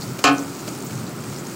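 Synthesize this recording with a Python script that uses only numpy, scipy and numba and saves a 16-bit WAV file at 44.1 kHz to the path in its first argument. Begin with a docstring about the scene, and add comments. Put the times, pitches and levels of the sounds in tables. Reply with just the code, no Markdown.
"""In a kitchen, chicken sizzles in a pan of oil under the rumble of an extractor hood.
The oil is coloured noise, random crackle, ringing bubble pops and pitched spits of noise.
Steel tongs knock once on the pan's rim: fading sine waves ring over a noise thud.
A few light clinks, short bursts of coloured noise, come before and after the knock.
The hood is filtered noise; a limiter holds the knock down and lets go as it fades."""
import sys
import numpy as np
from scipy import signal
from scipy.fft import rfft, irfft
from scipy.io import wavfile
from numba import njit

SR = 44100
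rng = np.random.default_rng(int(sys.argv[2]) if len(sys.argv) > 2 else 0)


def master(y):
    """Save y as 16-bit WAV."""
    cut = np.clip(np.atleast_2d(y).T, -1, 1)
    pcm = np.round(cut * 32767)  # scale
    wavfile.write(sys.argv[1], SR, pcm.astype(np.int16))


N = 68355  # length in samples, about 1.55 s
TOP_HZ = 15800  # upper edge of the sound


def undb(db):
    """Turn decibels into a gain."""
    return 10 ** (np.asarray(db) / 20)


def level(x, db):
    """Set the average (rms) strength of a sound in decibels."""
    return x * undb(db) / np.sqrt(np.mean(x ** 2))


def gain_at(hz, points):
    """Read a gain from a spectrum, joining its points along a log frequency scale."""
    f, db = np.array(points).T
    return undb(np.interp(np.log(np.maximum(hz, 1)), np.log(f), db))


def colour(x, points):
    """Shape a sound's spectrum, then set its rms to one."""
    hz = np.arange(N // 2 + 1) * SR / N
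    shaped = irfft(rfft(x) * gain_at(hz, points), N)
    return level(shaped, 0)


def since(start):
    """Seconds since a moment, zero before it."""
    return np.maximum(np.arange(N) / SR - start, 0)


def fade(t, t60):
    """Die away exponentially from t = 0, falling 60 dB in t60 seconds."""
    return (t > 0) * np.exp(-np.log(1000) * t / t60)


def follow_level(points):
    """Gain over the whole scene from a table of times and levels."""
    return undb(np.interp(since(0), *np.array(points).T))


def bursts(rate, spread_db):
    """Single clicks at random moments: many small, a few large."""
    when, size, sign = rng.random((3, N))
    happens = when < rate / SR
    boost = np.minimum(-np.log(1 - size), 4)  # mostly small, never above 4
    return happens * np.sign(sign - .5) * undb(spread_db * boost)


ROOM_T60_S, ROOM_DB = 0.11, -2  # fading time; wash compared with the direct sound


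def room(x):
    """Direct sound plus the short wash of tiled walls, made of fading noise."""
    tail = rng.standard_normal(N) * fade(since(0.009), ROOM_T60_S)
    tail = tail / np.linalg.norm(tail)
    return x + undb(ROOM_DB) * signal.fftconvolve(x, tail)[:N]


POP_PER_S, POP_SPREAD_DB = 150, 4
POP_HZ, POP_OCTAVES = 6980, 0.23  # middle pitch; one step of spread around it
POP_CYCLES = 2.5  # cycles for a ring to shrink to about a third


def pops(count=14):
    """Steam bubbles of many sizes burst in the oil, each ringing for a few cycles."""
    t = np.arange(SR // 50) / SR
    out = 0
    for step in np.linspace(-2, 2, count):
        hz = POP_HZ * 2 ** (step * POP_OCTAVES)
        ping = np.sin(2 * np.pi * hz * t) * np.exp(-hz * t / POP_CYCLES)
        moments = bursts(POP_PER_S / count, POP_SPREAD_DB)
        weight = np.exp(-step ** 2 / 6)  # middle pitches are strongest
        out = out + weight * signal.fftconvolve(moments, ping)[:N]
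    return out


# colour of the frying oil: (frequency [Hz], relative level [dB per Hz])
OIL_COLOUR = [(1000, -4), (3300, -11.5), (4500, 0), (6000, -3), (7800, 0), (9500, -6.5), (12500, -10),
              (15500, -5.5)]
# swell and ebb of the sizzle: (time [s], level [dB])
SIZZLE_SWELL = [(0, 5.5), (.15, 1.5), (.42, 2), (.55, 2), (.7, 3), (.88, 0.5), (1.0, 1), (1.19, -0.5),
                (1.3, 1.5), (1.5, 2.5)]
HISS_DB, CRACKLE_DB, POP_DB = -46, -44.5, -48.5  # before the swell
CRACKLE_PER_S, CRACKLE_SPREAD_DB = 1500, 4


def sizzle():
    """Boiling oil: fine hiss, dense crackle and single pops swell and ebb together."""
    hiss = undb(HISS_DB) * colour(rng.standard_normal(N), OIL_COLOUR)
    crackle = colour(bursts(CRACKLE_PER_S, CRACKLE_SPREAD_DB), OIL_COLOUR)
    oil = hiss + level(room(crackle), CRACKLE_DB) + level(room(pops()), POP_DB)
    return oil * follow_level(SIZZLE_SWELL)


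# loudest spits of oil: (time [s], pitch [Hz], level before fading [dB], time to fade by 60 dB [s])
OIL_SPITS = [(0.011, 5960, -27, 0.016), (0.0195, 4550, -33, 0.067), (0.382, 6070, -26, 0.021),
             (.392, 6400, -27.5, 0.02), (.427, 7300, -33.5, 0.036), (0.688, 6400, -31, 0.022),
             (.805, 6450, -37, 0.017), (.825, 7500, -30.5, 0.016), (.845, 15000, -38.5, 0.2),
             (0.869, 6430, -29.5, 0.018), (0.956, 5450, -36, 0.016), (1.066, 4260, -38, 0.096),
             (1.094, 9600, -36, 0.018), (1.392, 7140, -36.5, 0.035), (1.468, 6560, -30, 0.027)]
SPIT_WIDTH = 0.13  # width of the noise band as a share of the pitch


def spits():
    """Larger droplets flash to steam, each a brief pitched spatter of noise."""
    hz = np.arange(N // 2 + 1) * SR / N
    out = 0
    for start, pitch, db, t60 in OIL_SPITS:
        detune = (hz - pitch) / (SPIT_WIDTH * pitch / 2)
        band = 1 / (1 + detune ** 2) ** 0.64  # strongest at the pitch
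        spatter = irfft(rfft(rng.standard_normal(N)) * band, N)
        out = out + level(spatter, db) * fade(since(start), t60)
    return out


# ringing notes of the knock, the pan's main modes plus, first, the hob's low ring under the thud: (frequency
# [Hz], relative level [dB], time to fade by 60 dB [s])
KNOCK_NOTES = [(135, -10, .42), (277.5, 1.5, .62), (289, 1.5, .48), (420, -8, .19), (541, -10, .18),
               (694, 1.5, .26), (735, 1.5, .3), (817, -6, .32), (852, -9, .3), (1045, -4, .22),
               (1087, 5.5, .23), (1233, 2, .26), (1313, 2, .25), (1491, -4, .39), (1684, -7, .26),
               (1787, -4, .22), (2191, -9, .24), (2412, -1, .25), (2509, -3, .27), (2672, 0, .2),
               (2977, -3, .18), (3149, -7, .24), (4285, -8, .18), (5039, -12, .18)]
KNOCK_S, RING_DB = .2401, -11  # moment of the knock; gain of all the notes
RING_BUILD_CYCLES = 3.1  # cycles for a note to build up to about two thirds


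def knock_ring(t):
    """The pan's strong modes and the hob's low ring swing as sine waves that build up quickly, then fade."""
    ring = 0
    for hz, db, t60 in KNOCK_NOTES:
        build = 1 - np.exp(-hz * t / RING_BUILD_CYCLES)
        ring = ring + undb(db) * fade(t, t60) * build * np.sin(2 * np.pi * hz * t)
    return undb(RING_DB) * ring


# the pan's crowded minor notes: (frequency [Hz], relative level [dB per Hz])
SHIMMER_COLOUR = [(400, -9.5), (560, -11.5), (900, -18), (1100, -6.5), (2000, -14.5), (2600, -5.5),
                  (3150, -6.5), (3500, -13), (4300, -6), (5600, -10), (7400, -6.5), (9000, -33),
                  (15500, -31)]
SHIMMER_DB = -6
SHIMMER_T60_S, SHIMMER_DAMPING = 0.2, 0.6  # t60 at 3 kHz; it falls with this power of frequency
SHIMMER_BUILD_S, SHIMMER_FIRST = 0.0052, 0.48  # build-up time; share present at first contact


def pan_shimmer(t, count):
    """A crowd of minor modes, the higher ones dying sooner, blurs into a shimmer."""
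    place, phase = rng.random((count, 2)).T
    lowest = SHIMMER_COLOUR[0][0]
    freqs = lowest + (np.arange(count) + place) / count * (TOP_HZ - lowest)
    gains = gain_at(freqs, SHIMMER_COLOUR)
    gains = gains / np.sqrt(np.sum(gains ** 2) / 2)  # the crowd starts near unit rms
    live = (t > 0) & (t < .5)
    u = t[live]
    shimmer = np.zeros(N)
    for hz, gain, p in zip(freqs, gains, phase):
        t60 = SHIMMER_T60_S * (3000 / hz) ** SHIMMER_DAMPING
        shimmer[live] += gain * fade(u, t60) * np.sin(2 * np.pi * (hz * u + p))
    build = 1 - (1 - SHIMMER_FIRST) * np.exp(-t / SHIMMER_BUILD_S)
    return undb(SHIMMER_DB) * shimmer * build


# dull thud of the pan on the hob: (frequency [Hz], relative level [dB per Hz])
THUD_COLOUR = [(25, -13), (60, -30), (130, 3.5), (290, -11), (480, 7.5), (700, -9), (2000, -17.5),
               (8000, -30), (15500, -40)]
THUD_DB, THUD_T60_S = -5.5, 0.1  # level before fading; time to fade by 60 dB


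def knock(count=420):
    """Tongs strike the pan: strong low modes, a crowd of minor ones and a thud."""
    t = since(KNOCK_S)
    thud = colour(rng.standard_normal(N), THUD_COLOUR) * fade(t, THUD_T60_S)
    return knock_ring(t) + pan_shimmer(t, count) + undb(THUD_DB) * thud


# light clinks of the tongs: (time [s], level before filter and fading [dB])
CLINK_TIMES = [(0.1898, -26), (.678, -26.5), (.906, -32.5), (1.237, -34), (1.324, -36)]
# colour of a clink: (frequency [Hz], relative level [dB per Hz])
CLINK_SPECTRUM = [(500, 8), (1500, -2), (2050, -2.5), (2350, 3), (2900, -2), (3500, -6.5), (4400, -4),
                  (6500, -3.5), (9000, -12), (15000, -13)]
CLINK_T60_S = .085


def clinks():
    """Light, short touches of steel on steel: coloured noise that fades fast."""
    strength = sum(undb(db) * fade(since(start), CLINK_T60_S) for start, db in CLINK_TIMES)
    touches = colour(rng.standard_normal(N), CLINK_SPECTRUM) * strength
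    low_cut = signal.butter(2, 150, "high", fs=SR, output="sos")
    return signal.sosfilt(low_cut, touches)


# colour of the extractor's air: (frequency [Hz], relative level [dB per Hz])
HOOD_COLOUR = [(24, -85), (45, -63), (70, -25), (100, -8.5), (130, -0.5), (220, -4.5), (370, -6.5),
               (480, -15.5), (650, -17), (1100, -19.5), (1320, -16.5), (1650, -25), (2400, -26.5),
               (3400, -31.5), (8000, -54), (16000, -41)]
# swell of the hood's low rumble: (time [s], level [dB])
RUMBLE_SWELL = [(0, 3), (.11, 6.5), (.2, -4), (.4, -7), (.5, 4), (0.599, -23), (.68, 7.5), (.8, -9.5),
                (.9, 2.5), (1.02, 8.5), (1.1, -3), (1.3, 1.5), (1.55, -8)]
HOOD_DB, RUMBLE_EDGE_HZ = -31.5, 158  # level before the rumble swells; top of the rumble


def hood():
    """Turbulent air in the extractor; its low rumble swells and sinks."""
    air = colour(rng.standard_normal(N), HOOD_COLOUR)
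    low_pass = signal.butter(2, RUMBLE_EDGE_HZ, fs=SR, output="sos")
    rumble = signal.sosfiltfilt(low_pass, air)
    rest = air - rumble
    return undb(HOOD_DB) * (rest + rumble * follow_level(RUMBLE_SWELL))


def scene():
    """The whole kitchen at one microphone."""
    return (sizzle() + spits() + knock() + clinks() + hood())[None]


@njit
def follow(x, attack, release):
    """Track the peaks of a sound, with separate rates for rising and falling."""
    out, e = np.empty(len(x)), 0.
    for i in range(len(x)):
        e += (x[i] - e) * (attack if x[i] > e else release)
        out[i] = e
    return out


LIMIT_DB, LIMIT_ATTACK_S, LIMIT_RELEASE_S = -5, 0.00017, 0.009
CEILING = 0.5  # peaks are rounded off towards this height, before the top cut


def record(dry):
    """The recorder: a fast limiter, rounded peaks and a steep top cut."""
    attack = 1 - np.exp(-1 / (LIMIT_ATTACK_S * SR))
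    release = 1 - np.exp(-1 / (LIMIT_RELEASE_S * SR))
    peak = follow(np.abs(dry[0]), attack, release)
    held = dry / np.maximum(peak / undb(LIMIT_DB), 1)
    rounded = held / (1 + (held / CEILING) ** 6) ** (1 / 6)
    top_cut = signal.ellip(12, .2, 70, TOP_HZ, fs=SR, output="sos")
    return signal.sosfilt(top_cut, rounded)


dry = scene()
out = record(dry)
master(out)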